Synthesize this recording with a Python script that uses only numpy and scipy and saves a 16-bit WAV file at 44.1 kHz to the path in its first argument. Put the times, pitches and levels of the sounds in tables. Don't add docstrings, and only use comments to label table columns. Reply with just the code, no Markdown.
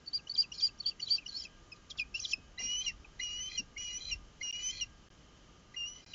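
import sys
import numpy as np
from scipy import signal
from scipy.fft import rfft, irfft
from scipy.io import wavfile
from scipy.ndimage import uniform_filter1d

SR = 44100
rng = np.random.default_rng(int(sys.argv[2]) if len(sys.argv) > 2 else 0)


def wav_out(sig):
    wavfile.write(sys.argv[1], SR, np.round(np.clip(np.atleast_2d(sig).T, -1, 1) * 32767).astype(np.int16))


def natural_amplitude(level_db):
    exponent = np.asarray(level_db, float) / 20
    return 10 ** exponent


N = 270774


def at_level(x, db):
    return x * natural_amplitude(db) / np.sqrt(np.mean(x ** 2))


def ring(x, hz, width):
    return signal.lfilter(*signal.iirpeak(hz, hz / width, fs=SR), x)


def walk(rate):
    k = int(SR / rate)
    steps = np.repeat(rng.standard_normal(N // k + 1), k)
    return 1.58 * uniform_filter1d(uniform_filter1d(steps, k), k)[:N]


def unroll(table):
    s, *columns = np.transpose(table)
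    at = np.arange(int(s[0] * SR), min(int(s[-1] * SR), N))
    cut = at[-1] == N - 1
    to_end = s[-1] * SR + 88 * cut - at
    fade = np.clip(np.minimum(at - at[0], to_end) / (.002 * SR), 0, 1)

    def glide(column):
        return uniform_filter1d(np.interp(at / SR, s, column), size=88)

    return at, fade, glide, columns


def peaked(s, rise, fall, hz, db, edges_db, octave_db=None):
    levels = (db + edges_db[0], db, db + edges_db[1])
    rows = np.transpose([(s - rise, s, s + fall), hz, levels])
    if octave_db is None:
        return rows
    return np.c_[rows, rows[:, 2] + octave_db + (-4.5, 0, -19.5)]


def whistles(notes, flutter_db, steady_db):
    out, flutter, tremble = np.zeros(N), walk(190), walk(400)
    chaos = (walk(340) + 1j * walk(340)) / np.sqrt(2)
    for note in notes:
        at, fade, glide, (hz, *partials_db) = unroll(note)
        pitch = glide(hz)
        phase = 2 * np.pi * np.cumsum(pitch * (1 + .002 * tremble[at])) / SR
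        weak = (steady_db - glide(np.max(partials_db, axis=0))) / 16
        hurried = np.abs(np.gradient(pitch)) * SR / 1.3e5
        rough = np.clip(np.maximum(weak, 0) + hurried, .05, .8)
        swing = np.sqrt(1 - rough ** 2) + rough * chaos[at]
        for k, db in enumerate(partials_db):
            loudness = glide(natural_amplitude(db / 3)) ** 3
            wave = np.imag(swing * np.exp(1j * (k + 1) * phase))
            out[at] += fade * loudness * np.sqrt(2) * wave
    return out * natural_amplitude(flutter_db * flutter)


# (start [s], length [s], top pitch [Hz], level [dB], swell [dB])
ARCHES = [
    (.128, 0.056, 4816, -29.5, .1),
    (.372, 0.059, 4827, -24.5, 1),
    (.615, 0.065, 4827, -26, 4.5),
    (.853, 0.057, 4684, -31, -17.5),
    (1.096, 0.084, 4710, -26, -3.5),
]
# (time [s], depth [dB], lasting step [dB])
CATCHES = [
    (.167, -7, -4),
    (.414, -13, -5),
    (.665, -12.5, -0.5),
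    (.871, -5, -1.5),
    (1.131, -9, -1.3),
    (1.157, -14, -5),
]


def arches():
    notes = []
    u = np.linspace(-1, 1, num=60)
    for s, length, hz, db, swell_db in ARCHES:
        t = s + length * (u + 1) / 2
        level_db = db + swell_db * u / 2 - 28 * np.abs(u) ** 3.7
        for catch, depth_db, step_db in CATCHES:
            level_db = level_db + depth_db * np.exp(-((t - catch) / .002) ** 2)
            level_db = level_db + step_db * (t > catch) * (catch > s)
        notes.append(np.transpose([t, hz - 455 * u ** 2, level_db]))
    return notes


# (peak time [s], rise [s], fall [s], pitch [Hz], level [dB])
PEEPS = [
    (.081, 0.021, 0.018, 4524, -34.5),
    (0.299, .006, .025, 4506, -34),
    (.317, 0.015, 0.013, 4490, -34.5),
    (.545, 0.0086, 0.036, 4360, -45.5),
    (.807, .011, 0.0098, 4480, -31.5),
    (1.035, 0.018, 0.014, 4480, -31),
    (1.295, 0.016, 0.013, 4420, -37),
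]


def peeps():
    return [peaked(s, rise, fall, (hz, hz, hz), db, (-23.5, -24)) for s, rise, fall, hz, db in PEEPS]


# (start [s], length [s], from pitch [Hz], to pitch [Hz], level [dB])
STROKES = [(0.112, .022, 4220, 3150, -60.5), (0.337, .012, 4740, 5010, -39), (0.346, .013, 5140, 4500, -42),
           (.35, .022, 4020, 3180, -42.5), (0.566, 0.023, 4130, 4170, -52),
           (0.581, 0.024, 5240, 4470, -37.5), (0.594, 0.024, 3950, 3285, -41.5),
           (0.775, 0.022, 4680, 5780, -61.5), (0.818, 0.046, 4400, 3220, -50.5),
           (1.06, 0.023, 3760, 4010, -40), (1.073, 0.021, 4020, 3230, -44),
           (1.268, .018, 4800, 5450, -46.5), (1.314, .022, 4250, 4020, -48),
           (1.328, 0.061, 4070, 4510, -37.5), (1.367, .05, 5140, 5280, -39.5),
           (1.409, .022, 5290, 4750, -48), (1.902, 0.021, 4050, 3250, -38),
           (1.979, 0.028, 3770, 2824, -42.5), (2.192, 0.019, 4440, 6300, -41),
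           (2.208, 0.028, 6370, 5650, -43.5), (2.232, 0.02, 4130, 3980, -40),
           (2.247, 0.015, 4010, 3150, -33.5), (2.316, 0.019, 3460, 2970, -39), (6.09, .05, 4100, 3980, -57)]


def strokes():
    notes = []
    u, landing = np.linspace(0, 1, num=20), .75
    travel = np.sin(np.pi / 2 * np.clip(u / landing, 0, 1)) ** 2
    for s, length, from_hz, to_hz, db in STROKES:
        level_db = db + np.interp(u, (0, landing, 1), (-10, 0, -15))
        notes.append(np.transpose([s + length * u, from_hz + (to_hz - from_hz) * travel, level_db]))
    return notes


# (peak time [s], rise [s], fall [s], pitch [Hz], level [dB])
TAILS = [
    (.195, 0.014, .01, 2680, -54),
    (0.443, 0.023, .014, 2650, -48),
    (.692, 0.014, 0.011, 2700, -55),
    (.922, 0.02, .013, 2690, -51.5),
    (1.2, .01, 0.0066, 2690, -52),
    (1.228, .015, 0.019, 2410, -57.5),
    (2.193, 0.0063, 0.0113, 2660, -50.5),
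    (2.906, .05, .019, 2027, -52),
    (3.05, 0.0054, 0.013, 2480, -54),
]


def tails():
    notes, speed = [], 25000
    for s, rise, fall, hz, db in TAILS:
        pitches = (hz + speed * min(rise, .02), hz, hz - speed * fall / 4)
        notes.append(peaked(s, rise, fall, pitches, db, (-12.5, -15.5)))
    return notes


# (start [s], length [s], upper pitch [Hz], upper level [dB], lower level [dB])
RASPS = [
    (2.814, 0.045, 4100, -48.5, -57),
    (3.491, 0.082, 4140, -46.5, -59),
    (3.987, .125, 4080, -43, -60),
    (4.716, 0.1, 4260, -46, -59),
]


def rasps():
    notes = []
    for s, length, hz, db, low_db in RASPS:
        up = length * .88
        notes.append(peaked(s + up, up, length - up, (hz * .99, hz, hz * .98), db, (-10, -11)))
        notes.append(peaked(s + up, up, length - up, (3220, 3220, 3220), low_db, (1.5, -1.5)))
    return notes


# (time [s], pitch [Hz], effort [dB], octave over fundamental [dB])
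HOLDS = [
    [(2.594, 2823, -40.5, -2.5), (2.648, 2823, -37, 13.5), (2.707, 2917, -35, -7.5), (2.759, 2949, -37, -6),
     (2.798, 3052, -35, 6.5), (2.817, 3050, -39.5, -16)],
    [(3.213, 2860, -41, -5), (3.235, 2913, -38.5, -1.5), (3.3, 2852, -42, -10.5), (3.4, 2940, -41, -5.5),
     (3.418, 3037, -40.5, 7), (3.483, 3077, -42, -9)],
    [(3.78, 2840, -42.5, -1.5), (3.82, 2938, -42.5, 1.5), (3.908, 2871, -42.5, -8), (3.975, 2953, -39, 12)],
    [(4.431, 2886, -38, 2), (4.5, 2827, -38.5, -5), (4.604, 2943, -43.5, -12), (4.67, 3037, -34, 12.5),
     (4.703, 3078, -38.5, -6.5)],
    [(5.768, 2840, -41, -11), (5.845, 2790, -39, -15), (5.886, 2935, -43.5, 3), (5.899, 2948, -50.5, 7),
     (6.001, 2970, -54.5, -4.5)],
]


def holds():
    notes = []
    for s, hz, db, beak_db in map(np.transpose, HOLDS):
        low_db = db - 10 * np.log10(1 + natural_amplitude(2 * beak_db))
        rows = np.transpose([s, hz, low_db, low_db + beak_db])
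        attack = rows[0] + (-.008, 0, -13, -27)
        crack = rows[-1] * (1, 1.05, 1, 1) + (.014, 0, -4, -23)
        notes.append([attack, *rows, crack])
    return notes


# (peak time [s], fall [s], pitch [Hz], level [dB], octave [dB])
GRACES = [(.275, 0.011, 2940, -46.5, -13), (0.523, .01, 2845, -40.5, -3.5), (.997, 0.012, 2080, -53.5, -32),
          (1.004, 0.0065, 2900, -38.5, -5.5), (1.266, 0.01, 2904, -36.5, -8.5),
          (2.149, 0.037, 2660, -33, -8.5), (2.584, .01, 2006, -40, 0), (3.201, 0.018, 2020, -35, -5.5),
          (3.771, 0.016, 2180, -40, -28.5), (4.416, 0.017, 2100, -36.5, -13),
          (5.747, 0.02, 2007, -46.5, -11)]


def graces():
    notes, rise, speed = [], .009, 11000  # s, Hz per second
    for s, fall, hz, db, octave_db in GRACES:
        pitches = hz + speed * np.array([-rise, 0, fall])
        notes.append(peaked(s, rise, fall, pitches, db, (-26.5, -24.5), octave_db))
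    return notes


# (peak time [s], fall [s], pitch [Hz], level [dB], octave [dB])
DROPS = [
    (1.185, 0.015, 2690, -36, -14),
    (1.454, 0.027, 2580, -44.5, -4),
    (1.722, 0.03, 2585, -46.5, 0),
    (1.999, .014, 2590, -32, -4),
    (2.336, 0.016, 2615, -26, -2),
    (6.14, 0.018, 2787, -38, -13.5),
]


def drops():
    return [peaked(s, .007, fall, (hz * 1.09, hz, hz * .91), db, (-21.5, -39.5), octave_db)
            for s, fall, hz, db, octave_db in DROPS]


# (start [s], length [s], pitch [Hz],
# level [dB], octave [dB])
ENDS = [
    (1.985, .056, 2480, -35.5, -12),
    (2.852, 0.061, 2808, -33, -3.5),
    (3.566, 0.051, 2826, -35.5, 2.5),
    (4.102, 0.054, 2790, -37, -0.5),
    (4.799, 0.051, 2842, -35, -1.3),
]
# (share of length, pitch ratio, level [dB], octave level [dB])
END_SHAPE = [(0, 1.14, -8, -28), (.17, 1.08, -15.5, -25), (.225, 1.029, -2.5, 0.5), (.5, 1, 0.5, 0.5),
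             (.72, .975, -4.5, -6), (1, .96, -27.5, -20.5)]


def ends():
    notes = []
    share, ratio, fall_db, octave_fall_db = np.transpose(END_SHAPE)
    for s, length, hz, db, octave_db in ENDS:
        low_db = db + fall_db
        notes.append(np.transpose([s + length * share, hz * ratio, low_db, low_db + octave_db + octave_fall_db]))
    return notes


def voice():
    high = peeps() + arches() + strokes() + tails() + rasps()
    low = graces() + drops() + holds() + ends()
    low = [np.c_[note, np.array(note)[:, 3] - 26] for note in low]
    return whistles(high, 1.5, -37) + whistles(low, .8, -47)


def puff_shape(s, hold, db, swell_db, release):
    end_db = db + swell_db
    times = (s - .012, s, s + hold, s + hold + release)
    return np.transpose([times, (db - 15, db, end_db, end_db - 23.5)])


# (start [s], hold [s], level [dB], swell [dB])
BREATH = [(.06, .04, -69.5, -3), (.14, .04, -54, 0), (.28, 0.046, -57.5, -7.5), (.37, 0.061, -48, -2),
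          (.533, 0.059, -53, -8), (.608, 0.069, -43.5, -8), (.79, .045, -71.5, 2), (.868, 0.038, -49, -4.5),
          (1.005, 0.064, -51, -8.5), (1.085, 0.086, -49, 2), (1.26, 0.19, -60, 10),
          (1.764, .002, -65.5, -1), (1.908, 0.005, -46.5, -3.5), (1.98, 0.023, -52.5, 3.5),
          (2.151, 0.042, -48.5, -10.5), (2.205, 0.045, -55, 8.5), (2.258, .065, -51, 8.5)]
# (start [s], hold [s], level [dB], swell [dB])
BREATH_SLOW = [
    (2.595, .18, -51, -5),
    (2.798, .085, -56.5, 8.5),
    (3.201, .286, -54, -5.5),
    (3.499, .09, -58.5, 6.5),
    (3.781, .245, -56.5, -2.5),
    (4.024, 0.1, -61, 10),
    (4.411, .3, -57.5, 4),
    (4.708, .12, -54, 0),
    (5.744, .16, -67, -2.5),
    (5.926, 0.25, -69, 9.5),
]
# (centre [Hz], width [Hz])
THROAT = [(2040, 120), (2430, 140), (3200, 300), (4060, 240), (4520, 130), (4800, 220), (5350, 450),
          (5900, 450), (6900, 230)]
THROAT_DB = [(-20.5, -14, -3.5, -3, -3.5, -4.5, 0, -5, -5), (-1, 2, -5, -2.5, -4.5, -3, -3, 1, -4)]


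def breath():
    flow = np.zeros((2, N))
    for kind, (puffs, release) in enumerate(((BREATH, .022), (BREATH_SLOW, .045))):
        for puff in puffs:
            at, fade, glide, (db,) = unroll(puff_shape(*puff, release))
            flow[kind, at] = np.maximum(flow[kind, at], fade * natural_amplitude(glide(db)))
    out = np.zeros(N)
    for (hz, width), chirp_db, call_db in zip(THROAT, *THROAT_DB):
        band = at_level(ring(ring(rng.standard_normal(N), hz, width), hz, width), -6)
        flicker = natural_amplitude(2.5 * walk(40) + 1.6 * walk(9))
        out += band * flicker * (flow[0] * natural_amplitude(chirp_db) + flow[1] * natural_amplitude(call_db))
    return out * natural_amplitude(1.5 * walk(300))


def scatter(bird):
    t = np.arange(int(.2 * SR)) / SR
    echoes = rng.standard_normal(len(t)) * np.exp(-np.log(1000) * t / .12) * (t > .003)
    return natural_amplitude(-19.5) * signal.fftconvolve(bird, echoes / np.linalg.norm(echoes))[:N]


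# (centre [Hz], width [Hz], level [dB])
HOUSING = [
    (2550, 6, -11),
    (3070, 14, -24),
]


def housing(bird):
    return sum(natural_amplitude(db) * ring(bird, hz, width) for hz, width, db in HOUSING)


# (time [s], level [dB], centre [Hz], length [s])
THUMPS = [
    (1.953, -60.5, 1134, .02),
    (2.373, -59.5, 255, 0.04),
    (2.595, -59.5, 603, 0.044),
    (2.619, -57.5, 230, 0.059),
    (3.048, -63, 710, 0.013),
    (3.59, -53, 207, 0.046),
    (4.442, -66, 900, 0.0315),
]


def thumps():
    out = np.zeros(N)
    t = np.arange(int(.15 * SR)) / SR
    for s, db, hz, length in THUMPS:
        burst = at_level(ring(ring(rng.standard_normal(len(t)), hz, hz), hz, hz), db)
        out[int(s * SR):][:len(t)] += burst * np.clip(t / .0046, 0, 1) * np.exp(-(t / length) ** 2)
    return out


# (time [s], level [dB])
GUST = [
    (0, -66),
    (1.4, -65),
    (2.5, -60),
    (3.9, -61.5),
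    (4.15, -54),
    (4.4, -67),
    (4.7, -60.5),
    (5.1, -66),
    (6.14, -66),
]


def wind():
    s, gust_db = np.transpose(GUST)
    rumble = at_level(ring(ring(rng.standard_normal(N), 37, 50), 37, 50), 0)
    return rumble * natural_amplitude(np.interp(np.arange(N) / SR, s, gust_db) + 1.8 * walk(4.24))


# (frequency [Hz], level per Hz [dB])
AIR = [(88, -28.5), (150, -1.5), (828, -14), (1210, -13), (2570, -18), (2980, -12), (3290, -20.5),
       (6560, -16.5), (7600, -25.5), (9880, -57), (16700, -120)]


def water():
    hz, db = np.transpose(AIR)
    log_hz = np.log(np.arange(N // 2 + 1) * SR / N + 1)
    colour = natural_amplitude(np.interp(log_hz, np.log(hz), db))
    hiss = irfft(rfft(rng.standard_normal(N)) * colour, N)
    surf = at_level(ring(rng.standard_normal(N), 87, 110), -65)
    return at_level(hiss, -64.5) * natural_amplitude(.3 * walk(5)) + surf


# (centre [Hz], width [Hz], level [dB])
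HUM = [
    (1212.4, 28, -73),
    (1617, 5.5, -78.5),
    (3065, 230, -77),
]


def hum():
    return sum(natural_amplitude(2 * walk(3.01)) * at_level(ring(rng.standard_normal(N), hz, width), db)
               for hz, width, db in HUM)


def scene():
    bird = voice() + breath()
    return (bird + scatter(bird) + housing(bird) + thumps() + wind() + water() + hum())[None]


def roll_off(x):
    return signal.sosfilt(signal.butter(12, 7800, fs=SR, output="sos"), x)


DROPOUTS = [
    4.5102,
    5.0860,
    6.0460,
]


def record(dry):
    t, x = np.arange(N) / SR, dry
    for s in DROPOUTS:
        x = x * np.clip((np.abs(t - s - .008) - .0076) / .0008, 0, 1)
    x = signal.sosfilt(signal.ellip(9, .3, 88, 7550, fs=SR, output="sos"), x)
    hiss = natural_amplitude(-90) * rng.standard_normal(N)
    return roll_off(x + hiss)


dry = scene()
out = record(dry)
wav_out(out)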